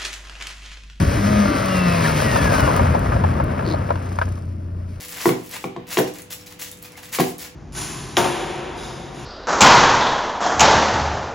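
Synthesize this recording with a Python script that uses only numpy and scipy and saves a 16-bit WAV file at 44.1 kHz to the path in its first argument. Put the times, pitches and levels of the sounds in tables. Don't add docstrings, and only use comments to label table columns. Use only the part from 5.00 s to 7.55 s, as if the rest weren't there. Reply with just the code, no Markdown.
import sys
import numpy as np
from scipy import signal
from scipy.fft import rfft, irfft, next_fast_len
from scipy.io import wavfile

SR = 44100
rng = np.random.default_rng(int(sys.argv[2]) if len(sys.argv) > 2 else 0)


def to_wav(s):
    ch = np.atleast_2d(s).T
    pcm = np.round(np.clip(ch, -1, 1) * 32767)
    wavfile.write(sys.argv[1], SR, pcm.astype(np.int16))


N = 112454
T = np.arange(N) / SR


# t/s, swell/s, length/s, level/dB, tilt/(dB per octave)
HAND_STROKES = [(0.0, 0.0026, 0.054, -38, 0.5), (0.08, .006, 0.036, -37, 1.5),
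                (0.12, 0.0071, 0.025, -33.5, -1), (0.157, 0.0065, 0.031, -34, -1),
                (0.193, 0.0072, 0.037, -31, -1), (0.232, 0.022, 0.057, -29, 5),
                (0.348, 0.028, 0.13, -49, 1.5), (0.492, 0.019, 0.044, -39.5, -1),
                (0.533, 0.01, 0.041, -39.5, -2), (0.601, 0.0047, 0.056, -47, 3),
                (0.867, 0.0024, 0.036, -43, -1), (0.894, 0.031, 0.059, -28.5, -0.5),
                (0.973, 0.0065, 0.015, -25.5, 3), (1.052, 0.02, 0.031, -39.5, -0.5),
                (1.141, 0.0049, 0.067, -44, -0.5), (1.3, 0.0074, 0.016, -35.5, 2),
                (1.316, .006, 0.01, -32.5, 1.5), (1.387, 0.013, 0.038, -49, -0.5),
                (1.458, .009, 0.019, -40.5, 1.5), (1.497, 0.013, 0.031, -46, -0.5),
                (1.586, 0.011, 0.02, -37.5, 1.5), (1.605, 0.015, 0.019, -28.5, 1.5),
                (1.638, 0.015, 0.044, -40.5, 2), (1.672, .004, 0.0099, -38.5, 2.5),
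                (1.715, 0.0042, 0.0085, -46, 0.5), (1.818, .004, 0.015, -40.5, 3.5),
                (1.834, 0.023, 0.022, -38, -.5), (1.905, 0.0042, 0.032, -56, -4),
                (1.963, 0.0062, 0.03, -44, -2.5), (2.019, 0.013, 0.039, -39.5, -.5),
                (2.08, .006, .016, -44, 1), (2.116, 0.018, 0.043, -26.5, 0.5),
                (2.183, 0.01, 0.027, -23.5, -1), (2.225, 0.011, 0.078, -37.5, 2.5),
                (2.38, 0.0094, 0.068, -38.5, 2), (2.434, 0.008, 0.03, -42, -2)]
# f/Hz, gain/dB
CRACKLE_EQ = [(150, -21), (400, -1.5), (1000, 2.5), (1400, 1), (2000, 6), (3200, 2.5), (5000, 2.5),
              (7500, 2), (11000, 0), (15500, 0)]

def crackle(bands=20, creases_per_s=6000, clumps_per_s=87, ring_cycles=3.23):
    release_s, pivot_hz = 0.015, 6000
    clump_db, spread_db, colour_db = 2.47, 2.5, 2
    start, swell, length, db, tilt = np.transpose(HAND_STROKES)
    age = T - start[:, None]
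    attack = np.clip(age / swell[:, None], 0, 1)
    release = np.exp(-np.maximum(age - length[:, None], 0) / release_s)
    power = (attack * release) ** 2
    clumps = from_db(clump_db * np.interp(T * clumps_per_s, np.arange(N), rng.standard_normal(N)))
    sizes = from_db(spread_db * np.minimum(rng.exponential(1, N), 4.5)) * rng.choice([-1, 1], N)
    buckles = rng.random(N) < creases_per_s / SR
    clicks = sizes * clumps * buckles
    band_of_click = rng.integers(0, bands, N)
    colours = colour_db * rng.standard_normal((len(start), bands))
    out = 0
    for k, hz in enumerate(np.geomspace(500, 15500, bands)):
        stroke_gains = from_db(db + tilt * np.log2(hz / pivot_hz) + colours[:, k])
        envelope = np.sqrt(stroke_gains ** 2 @ power)
        ticks = np.diff(clicks * (band_of_click == k), prepend=0)
        grains = rms_one(ring(ticks, hz, ring_cycles / hz))
        out = out + grains * envelope * np.sqrt(hz / pivot_hz / bands)
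    return shaped(out, lambda hz: from_db(at_hz(CRACKLE_EQ, hz)))


# t/s, relative level/dB, f/Hz
CREASE_SNAPS = [(.007, -23, 8100), (0.034, -23, 9180), (0.05, -24, 9300), (0.083, -20, 9200),
                (0.129, -26, 6000), (0.171, -19.5, 8500), (.461, -25, 12080), (0.492, -23, 11100),
                (0.512, -20, 10100), (0.888, -24.5, 10200), (1.138, -24, 8963), (1.185, -21, 9000),
                (1.219, -23.5, 9200), (1.382, -32, 8750), (1.412, -29.5, 6600), (1.524, -28, 8150),
                (1.676, -35, 8000), (1.714, -17, 11000), (1.772, -30, 8000), (1.788, -32, 10000),
                (1.826, -17.5, 15000), (1.92, -28.5, 8150), (1.974, -42, 8060), (2.049, -36, 8800),
                (2.382, -17.5, 11840)]

def snaps(trim_db=-12.5):
    return sum(foil_burst(s, db + trim_db, hz, width_octaves=0.64, decay_s=0.001)
               for s, db, hz in CREASE_SNAPS)


# t/s, level/dB, f/Hz
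FACET_PINGS = [(.292, -27, 2150), (.538, -31, 2030), (1.326, -46, 3000), (1.411, -43, 5380),
               (1.47, -40.5, 4010), (1.726, -41, 3670), (1.848, -39.5, 2480), (1.955, -39.5, 2124)]

def pings(t60=0.056, partner_ratio=1.3, partner_db=-11):
    out = np.zeros(N)
    for s, db, hz in FACET_PINGS:
        click = from_db(db) * signal.unit_impulse(N, int(s * SR))
        out += ring(click, hz, t60) + from_db(partner_db) * ring(click, hz * partner_ratio, t60 / 2)
    return out


# t/s, level/dB, hardness/dB, bass weight/dB, knock pitch/ratio
PAN_HITS = [(0.2562, 1.5, -2, -1.5, 0.95), (0.291, -3.5, 0.5, 4.5, 1.064), (.641, -9.5, -1, 1.5, 1.098),
            (.763, -15.5, -2.5, 4, 0.98), (0.9712, -2, 4, -0.5, 0.98), (.987, -1.5, -3, -4, 0.91),
            (1.001, -5, -11, -6.5, 1.102), (2.1863, -4.5, 1, 7, 1.08), (2.199, -2, -13, 2, 1.02)]

def strike(modes, scatter_db=0, retuned=False, bass_below_hz=260, hard_above_hz=1300):
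    out, click = np.zeros(N + SR), signal.unit_impulse(SR // 2)
    for s, db, hard_db, bass_db, ratio in PAN_HITS:
        i = int(s * SR)
        for k, (hz, mode_db, t60) in enumerate(modes):
            colour_db = hard_db * (hz > hard_above_hz) + bass_db * (hz < bass_below_hz)
            colour_db += scatter_db * rng.standard_normal()
            tone = ring(click, hz * ratio if retuned else hz, t60)
            out[i:i + len(click)] += (-1) ** k * from_db(db + mode_db + colour_db) * tone
    return out[:N]


def crunches(trim_db=-22):
    return sum(foil_burst(s, db + hard_db + trim_db, pitch_hz=2040, width_octaves=0.92, decay_s=0.0018)
               for s, db, hard_db, _, _ in PAN_HITS)


# f/Hz, level/dB, t60/s
CONTACT_MODES = [(353.4, -12.5, 0.059), (473.7, -12, 0.042), (711, -14, 0.039), (1050, -14, 0.024),
                 (1812, -14, 0.0084), (2150, -14, .011), (3280, -23.5, 0.011)]

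def knocks():
    return strike(CONTACT_MODES, scatter_db=2.5, retuned=True)


# f/Hz, level/dB, t60/s
PAN_MODES = [(121, -30.5, 0.49), (138.8, -26, 0.27), (168.5, -23, 0.26), (187.8, -22.5, 0.44),
             (252.2, -26.5, 0.42), (297, -22, 0.22), (342, -23, .28), (382.5, -19.5, 0.41),
             (491, -20.5, 0.22), (668, -28.5, 0.26), (813, -14, 0.047), (1109, -18.5, 0.1)]

def pan_ring(swell_s=0.0051):
    onset = [(hz, db, np.log(1000) * swell_s) for hz, db, _ in PAN_MODES]
    return strike(PAN_MODES) - strike(onset)


# f/Hz, t60/s
ROOM_DECAY = [(150, 0.44), (500, 0.44), (2000, 0.31), (6000, 0.38), (15000, 0.16)]

def room(x, predelay_s=0.0047):
    t = T[:SR * 2 // 3]
    noise, tail = diffuse_noise(len(t)), 0
    for centre_hz, t60 in ROOM_DECAY:
        band = [(hz, float(hz == centre_hz)) for hz, _ in ROOM_DECAY]
        fade = from_db(-60 * t / t60) * (t > predelay_s)
        tail = tail + shaped(noise, lambda hz: at_hz(band, hz)) * fade / np.sqrt(np.sum(fade ** 2))
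    return signal.fftconvolve(x[None], tail, axes=1)[:, :N]


def sheet_reverb(x, patches=3, hop_s=0.006):
    patch = rng.integers(0, patches, N)[(T / hop_s).astype(int)]
    return sum(room(x * (patch == k)) for k in range(patches))


# f/Hz, left-right correlation
LEFT_RIGHT_CORRELATION = [(100, 0.93), (250, 0.72), (500, 0), (2000, 0.068), (5500, 0.13), (9000, 1),
                          (15000, 0.83)]

def diffuse_noise(size):
    mid, side = rng.standard_normal((2, size))
    alike = lambda hz: np.clip(at_hz(LEFT_RIGHT_CORRELATION, hz), -.99, .99)
    mid = shaped(mid, lambda hz: np.sqrt((1 + alike(hz)) / 2))
    side = shaped(side, lambda hz: np.sqrt((1 - alike(hz)) / 2))
    return np.array([mid + side, mid - side])


# f/Hz, level/dB
HUM_LINES = [(97, -57.5), (172, -55.5), (302, -57), (495, -54)]

def hum():
    return sum(from_db(db) * np.sqrt(2) * np.sin(2 * np.pi * (hz * T + rng.random()))
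               for hz, db in HUM_LINES)


# f/Hz, gain/dB
AIR_EQ = [(20, -20.5), (50, -2), (95, -1), (180, -1), (300, -5.5), (600, -10), (1500, -15.5), (2600, -13),
          (4000, -20.5), (8000, -39), (16000, -36)]

def room_air(level_db=-48):
    air = shaped(diffuse_noise(N), lambda hz: from_db(at_hz(AIR_EQ, hz)))
    return from_db(level_db) * rms_one(air)


def foil_burst(s, db, pitch_hz, width_octaves, decay_s):
    out, t, i = np.zeros(N + SR), T[:1024], int(s * SR)
    bell = lambda hz: np.exp(-.5 * (np.log2((hz + 1) / pitch_hz) / width_octaves) ** 2)
    noise = rms_one(shaped(rng.standard_normal(len(t)), bell))
    envelope = t / decay_s * np.exp(1 - t / decay_s)
    out[i:i + len(t)] = from_db(db) * noise * envelope
    return out[:N]


def ring(clicks, hz, t60):
    r, w = from_db(-60 / (t60 * SR)), 2 * np.pi * hz / SR
    return signal.lfilter([0, np.sin(w)], [1, -2 * r * np.cos(w), r * r], clicks + 1e-18)


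def shaped(x, response):
    size = next_fast_len(2 * x.shape[-1])
    return irfft(rfft(x, size) * response(np.fft.rfftfreq(size, 1 / SR)), size)[..., :x.shape[-1]]


def at_hz(points, hz):
    freqs, values = np.transpose(points)
    return np.interp(np.log(hz + 1e-6), np.log(freqs), values)


def from_db(db):
    return 10 ** (np.asarray(db) / 20)


def rms_one(x):
    return x / np.sqrt(np.mean(x ** 2) + 1e-20)


def panned(x, left_db):
    return x * from_db(np.array([[left_db], [-left_db]]) / 2)


def scene(foil_send_db=-2, knock_send_db=-1.5, pan_send_db=-10.5):
    foil = crackle() + snaps() + pings()
    low_cut = signal.butter(2, 85, "high", fs=SR, output="sos")
    knock, body = signal.sosfilt(low_cut, [knocks() + crunches(), pan_ring()])
    walls = from_db(foil_send_db) * sheet_reverb(foil)
    walls += room(from_db(knock_send_db) * knock + from_db(pan_send_db) * body)
    direct = panned(foil, left_db=1.6) + panned(knock + body, left_db=2.2)
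    return direct + walls + room_air() + hum()


# f/Hz, lag of the left side/turns
TREBLE_LAG = [(0, 0), (7000, 0), (8000, .22), (9000, .5), (9900, .8), (10700, 1), (11500, 1.04),
              (12300, 1.24), (13200, 1.5), (14000, 1.8), (14800, 2)]

def record(dry, cutoff_hz=16000):
    lag_turns = lambda hz: np.interp(hz, *np.transpose(TREBLE_LAG))
    left = shaped(dry[0], lambda hz: np.exp(-2j * np.pi * lag_turns(hz)))
    rounded = 1.107 * np.tanh(np.array([left, dry[1]]) / 1.09)
    return shaped(rounded, lambda hz: np.clip((cutoff_hz + 150 - hz) / 300, 0, 1))


dry = scene()
out = record(dry)
to_wav(out)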